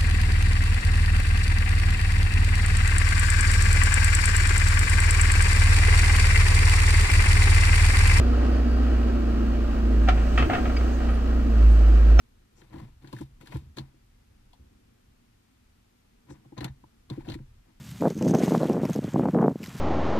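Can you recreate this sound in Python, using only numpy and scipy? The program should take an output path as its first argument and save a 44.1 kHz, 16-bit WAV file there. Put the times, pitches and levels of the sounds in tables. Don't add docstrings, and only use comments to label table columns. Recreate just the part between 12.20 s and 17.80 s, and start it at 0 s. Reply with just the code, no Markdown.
import sys
import numpy as np
from scipy import signal
from scipy.fft import rfft, irfft, next_fast_len
from scipy.io import wavfile
from scipy.ndimage import uniform_filter1d

SR = 44100
rng = np.random.default_rng(int(sys.argv[2]) if len(sys.argv) > 2 else 0)


def unload_wav(signal):
    wavfile.write(
        sys.argv[1],
        SR,
        np.round(np.clip(np.atleast_2d(signal).T, -1, 1) * 32767).astype(np.int16),
    )


N = 246959
TIME = np.arange(N) / SR

# (frequency [Hz], level [dB], t60 [s])
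CONSOLE_MODES = [(116.74, -1.5, 0.1422), (135.7, 0, 0.1884), (218.8, -5, 0.0752)]
TRIM_MODES = [(278.54, -2, 0.0505), (324.2, 1.5, 0.0759), (352.5, 0.5, 0.0353), (528.9, -7.5, 0.062)]
KNOB_MODES = [(666, 2.5, 0.01103), (829.5, -2, 0.02514), (984.8, -2, 0.02454)]
ROD_MODES = [(1432.6, -3.5, 0.0107), (1731, -0.09, 0.01178), (2101, 0.75, 0.0051)]
FORK_MODES = [(2904, -1, 0.00315), (3588, -6, 0.0105), (3658, -10, 0.0169), (4243, -0.5, 0.00542),
              (4540, -46.5, .012), (6308, -21, 0.0207)]


def undb(db):
    return 10 ** (np.asarray(db) / 20)


def level(x, db):
    return x * undb(db) / np.sqrt(np.mean(x ** 2))


def colour(x, curve, lag_ms=0.):
    hz, db = np.transpose(curve)
    size = next_fast_len(N)
    f = np.arange(size // 2 + 1) * SR / size
    gain = undb(np.interp(np.log(f + 1), np.log(hz), db))
    delay = np.exp(-2j * np.pi * f * lag_ms / 1000)
    return irfft(rfft(x, size) * gain * delay, size)[:N]


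def wander(rate_hz):
    hold = int(SR / rate_hz)
    steps = np.repeat(rng.standard_normal(N // hold + 1), hold)
    return 1.3 * uniform_filter1d(uniform_filter1d(steps, hold), hold)[:N]


def ring(force, modes, spot_db=0.):
    out = 0
    for k, (hz, db, t60) in enumerate(modes):
        r, w = np.exp(-np.log(1000) / (t60 * SR)), 2 * np.pi * hz / SR
        gain = (-1) ** k * undb(db + spot_db * rng.standard_normal())
        out = out + gain * signal.lfilter([0, r * np.sin(w)], [1, -2 * r * np.cos(w), r * r], force)
    return out


def facing(deg, off_axis_db):
    axes_deg = np.array([60, 180, 300])
    return undb(off_axis_db * (1 - np.cos(np.radians(deg - axes_deg))))


def cabin(x):
    return x[0] + undb(-2.5) * x[1:]


def crack(x):
    return signal.sosfilt(signal.butter(2, [4500., 11500.], "band", fs=SR, output="sos"), x)


def mic_hiss():
    # (frequency [Hz], gain [dB])
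    hiss_curve = [(470, -3), (800, 1.5), (928, 0.5), (1120, -0.5), (1220, 1), (2400, -1), (14400, -12.5),
                  (15300, -22)]
    return np.array([level(colour(rng.standard_normal(N), hiss_curve), db) for db in (-69.5, -71.3)])


def motor_hum():
    # (frequency [Hz], bandwidth [Hz], level [dB])
    partials = [(119, 8, -76), (238, 12, -77), (354, 6, -86)]
    return sum(level(signal.lfilter(*signal.iirpeak(hz, hz / width, SR), rng.standard_normal(N)), db)
               for hz, width, db in partials)


def ambience():
    # (frequency [Hz], gain [dB])
    outside_curve = [(59, -25), (100, -16.5), (127, -17.5), (150, -4), (226, 3.5), (297, -4), (360, -8),
                     (446, -9), (1500, -25.5), (1950, -57.5), (3300, -120)]
    # (time [s], level [dB])
    swell = [(0.0, -63), (.5, -57.5), (1.74, -59.5), (3.37, -66), (4.46, -65), (4.9, -58.5), (5.08, -48),
             (5.29, -59.5), (5.6, -59.5)]
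    near, spread, deep = rng.standard_normal((3, N))
    flicker = undb(1.5 * wander(4))
    left, right = [level(colour(x, outside_curve), -67) * flicker for x in (near, near + 0.33 * spread)]
    deep = level(colour(deep, [(12, -20.5), (25, 6.0), (60, 0), (120, -4.5), (200, -34.5), (400, -92)]), 0)
    deep *= undb(np.interp(TIME, *np.transpose(swell)) + 2.5 * wander(12))
    hum = motor_hum()
    return np.array([left + hum, colour(right + hum, [(1, 0.0043)], lag_ms=0.672)]) + deep


def hand_brushes():
    # (time [s], half length [s], level [dB])
    brushes = [(0.39, 0.0292, -70), (4.119, 0.023, -65.5)]
    envelope = sum(undb(db) * np.exp(-((TIME - s) / half) ** 4) for s, half, db in brushes)
    skin_band = signal.butter(2, [5000., 8000.], "band", fs=SR, output="sos")
    return envelope * level(signal.sosfilt(skin_band, cabin(rng.standard_normal((3, N)))), 0)


def stick_slip(slips_per_s, spread_db):
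    slips = rng.random((3, N)) < slips_per_s / SR
    return slips * rng.standard_normal((3, N)) * undb(spread_db * wander(150))


def lever_scrapes():
    # (start [s], peak [s], time to fall 20 dB [s], rod drive [dB], fork drive [dB])
    slides = [(0.336, 0.415, 0.16, -62.5, -68), (0.497, 0.537, 0.0573, -54, -70),
              (0.523, 0.602, 0.1018, -51, -60), (0.814, 0.825, 0.2928, -62, -68.5),
              (0.854, 1.011, 0.0547, -60, -58), (1.202, 1.214, 0.0491, -56, -59.5),
              (1.228, 1.349, 0.1025, -55.5, -56), (1.563, 1.573, 0.0419, -57, -52),
              (1.575, 1.581, 0.1256, -55, -66), (4.064, 4.104, 0.1086, -56, -67),
              (4.366, 4.381, 0.0914, -45, -59), (4.414, 4.453, 0.0338, -40.5, -55.5),
              (4.892, 4.901, 0.251, -53, -62), (5.042, 5.1, 0.0593, -51, -56.5),
              (5.106, 5.154, 0.0014, -57.5, -58.5), (5.433, 5.505, 0.0465, -67, -78.5)]
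    # (frequency [Hz], level [dB], t60 [s])
    guide_modes = [(3261, 0, 0.00225)]
    drive = np.zeros((2, N))
    for start, peak, fall_s, rod_db, fork_db in slides:
        rise = np.clip((TIME - start) / (peak - start), 0, 1)
        fall = undb(-20 * np.maximum(TIME - peak, 0) / fall_s)
        drive += np.outer(undb([fork_db, rod_db]), rise * fall)
    fork_drive, rod_drive = uniform_filter1d(drive, size=200)
    grit = cabin(stick_slip(slips_per_s=8000, spread_db=2.2))
    guide = level(np.diff(ring(grit, guide_modes), prepend=0), -0.31)
    fork = level(crack(grit), -15.5) + level(ring(grit, FORK_MODES), -3.0)
    rod = level(ring(grit, KNOB_MODES + ROD_MODES), -3.0)
    rocking = uniform_filter1d(rng.standard_normal(N), size=60)
    panels = level(ring(rocking, CONSOLE_MODES), 3.5) + level(ring(rocking, TRIM_MODES), 0)
    return fork_drive * (fork + guide) + rod_drive * (rod + panels)


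def linkage_clicks():
    # (time [s], strength [dB], direction [deg], crack [dB], rattle t60 [s])
    contacts = [(0.416, -49, 235.4, -71, 0.028), (0.4978, -59, 335, -78.5, 0.021),
                (0.531, -49.5, 320, -77, 0.051), (0.5588, -49, 380, -69.5, 0.022),
                (0.583, -48.5, 318, -78.5, 0.027), (0.8231, -57.5, 265, -74, 0.025),
                (0.8444, -47.5, 138.4, -67, 0.029), (0.8729, -43.5, 280.3, -78, 0.0194),
                (0.9281, -34.5, 347.3, -47, 0.0254), (0.9649, -51, 180, -59, 0.0186),
                (0.9856, -47.5, 212.6, -54, 0.049), (1.0107, -47.5, 93, -51, 0.036),
                (1.2108, -47.5, 226.5, -58, 0.033), (1.258, -48, 252, -57.5, 0.04),
                (1.271, -40.5, 241.3, -52.5, 0.0327), (1.3211, -43, 125, -56.5, 0.086),
                (1.3561, -37.5, 135, -63.5, 0.0126), (1.3685, -44, 256, -51, 0.016),
                (1.5698, -34, 278.4, -55, 0.0322), (1.584, -32.5, 295.4, -73.5, 0.037),
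                (2.3309, -53, 345.6, -67, 0.066), (4.1046, -46.5, 343, -63, 0.0206),
                (4.2488, -58.5, 66, -80.5, 0.0197), (4.3203, -59, 97, -79, 0.044),
                (4.3785, -36.5, 313, -72.5, 0.0454), (4.4061, -33, 269, -49.5, 0.0393),
                (4.4434, -26.5, 257.3, -36.5, 0.0257), (4.4776, -41.5, 259.4, -73.5, 0.047),
                (4.638, -55, 57, -81, 0.0266), (4.8999, -33.5, 307, -51.5, 0.0155),
                (5.0044, -49.5, 140, -77.5, 0.029), (5.0486, -52, 106, -71, 0.025),
                (5.0688, -46.5, 370, -73, 0.0166), (5.0856, -34, 320, -66.5, 0.044),
                (5.0993, -35.5, 298, -66, 0.0277), (5.1182, -34.5, 286, -64, 0.0496),
                (5.1396, -41, 243.3, -51.5, 0.0496), (5.188, -56, 123, -69, 0.028)]
    parts, part_db = (KNOB_MODES, ROD_MODES, FORK_MODES), [-13.5, -15, -20.5]
    attack_s, cabin_tail_s = 0.000223, 0.025
    t = np.arange(6144) / SR
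    attack = np.minimum(t / attack_s, 1)
    out = np.zeros((2, N + len(t)))
    for s, db, deg, crack_db, t60 in contacts:
        t60s = t60 + np.array([[0], [cabin_tail_s], [cabin_tail_s]])
        rattle = cabin(rng.standard_normal((3, len(t))) * np.exp(-np.log(1000) * t / t60s) * attack)
        gains = undb(db) * undb(part_db) * facing(deg, off_axis_db=-11.5)
        lever = sum(gain * ring(rattle, modes, spot_db=3.0) for modes, gain in zip(parts, gains))
        i = int(s * SR)
        out[:, i:i + len(t)] += lever + undb(crack_db) * crack(rattle)
    return out[:, :N] * undb([[-1.25], [1.25]])


def gate_thumps():
    # (time [s], strength [dB], direction [deg], contact time [ms])
    stops = [(0.381, -50, 262, 0.72), (0.419, -45, 271, 1.24), (0.539, -29, 325, 2.97),
             (0.56, -31.5, 251, 2.65), (0.572, -31.5, 377, 1.08), (0.615, -34.5, 205, 0.52),
             (0.634, -35.5, 192, 0.97), (0.838, -34, 249, 2.34), (0.868, -39, 242.4, 1.97),
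             (0.931, -25, 241.5, 2.19), (0.965, -37.5, 218, 1.55), (1.006, -20, 312.3, 3.5),
             (1.019, -30.5, 212.5, 3.6), (1.229, -43.5, 300, 1.07), (1.339, -22, 182.5, 5.34),
             (1.353, -22, 360.4, 1.82), (1.365, -30, 387, 3.62), (1.42, -39, 129, 1.22),
             (1.458, -35.5, 87, 1.86), (1.498, -41.5, 80.7, 1.16), (1.575, -31.5, 300, 0.99),
             (1.591, -29.5, 228.3, 1.3), (1.604, -29.5, 124, 1.21), (1.738, -48.5, 252, 2.23),
             (2.394, -38.5, 69, 1.58), (2.449, -47, 81, 1.42), (4.095, -31, 254, 3.7),
             (4.11, -31.5, 347.3, 1.62), (4.254, -41.5, 235, 1.86), (4.32, -33.5, 288, 2.57),
             (4.375, -26, 229.4, 2.056), (4.408, -25, 354.3, 1.12), (4.446, -25, 233.2, 1.076),
             (4.49, -28.5, 116.7, 3.83), (4.632, -32.5, 306, 4.95), (4.907, -21, 241.3, 2.11),
             (4.975, -22, 295, 2.76), (5.076, -20.5, 269, 3.36), (5.096, -25.5, 232.7, 1.07),
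             (5.115, -23.5, 301, 4.01), (5.151, -22.5, 272.8, 3.27), (5.199, -34, 216.2, 1.24)]
    # (frequency [Hz], level [dB], t60 [s])
    floor_modes = [(56.4, -8.5, 0.19), (74.76, -2.5, 0.1366)]
    force = np.zeros((3, N))
    for s, db, deg, contact_ms in stops:
        push = np.hanning(max(int(contact_ms * SR / 1000), 3))
        gains = undb(db) * facing(deg, off_axis_db=-12.5)
        i = int(s * SR)
        force[:, i:i + len(push)] += np.outer(gains, push / push.sum())
    return ring(force[0], floor_modes) + ring(force[1], CONSOLE_MODES) + ring(force[2], TRIM_MODES)


def phone_shadow(left, right):
    # (frequency [Hz], left minus right [dB], left lead [rad])
    shadow = [(60, -0.5, 0.087), (165, 0, 0.34), (254.5, 0.5, 0.638), (437, 5.5, 1.086), (693, 7.5, 3.67),
              (1010, 10.5, 6.43), (1253, 11, 6.5), (1676, 2, 7.203), (2572, 11, 7.84), (3600, 8.5, 13.18),
              (4150, 9, 14.19), (14934, 7.5, 47.1)]
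    hz, db, lead = np.transpose(shadow)
    size = next_fast_len(N)
    f = np.arange(size // 2 + 1) * SR / size
    tilt = undb(np.interp(np.log(f + 1), np.log(hz), db / 2))
    lag = np.exp(-1j * np.interp(f, hz, lead))
    return irfft([rfft(left, size) * tilt, rfft(right, size) * lag / tilt], size)[:, :N]


def scene():
    lever = gate_thumps() + linkage_clicks() + lever_scrapes() + hand_brushes()
    return phone_shadow(*lever) + ambience() + mic_hiss()


def record(dry):
    low_cut = signal.butter(2, 18., "high", fs=SR, output="sos")
    high_cut = signal.ellip(10, .2, 80, 15000, fs=SR, output="sos")
    return signal.sosfilt(np.vstack([low_cut, high_cut]), dry)


dry = scene()
out = record(dry)
unload_wav(out)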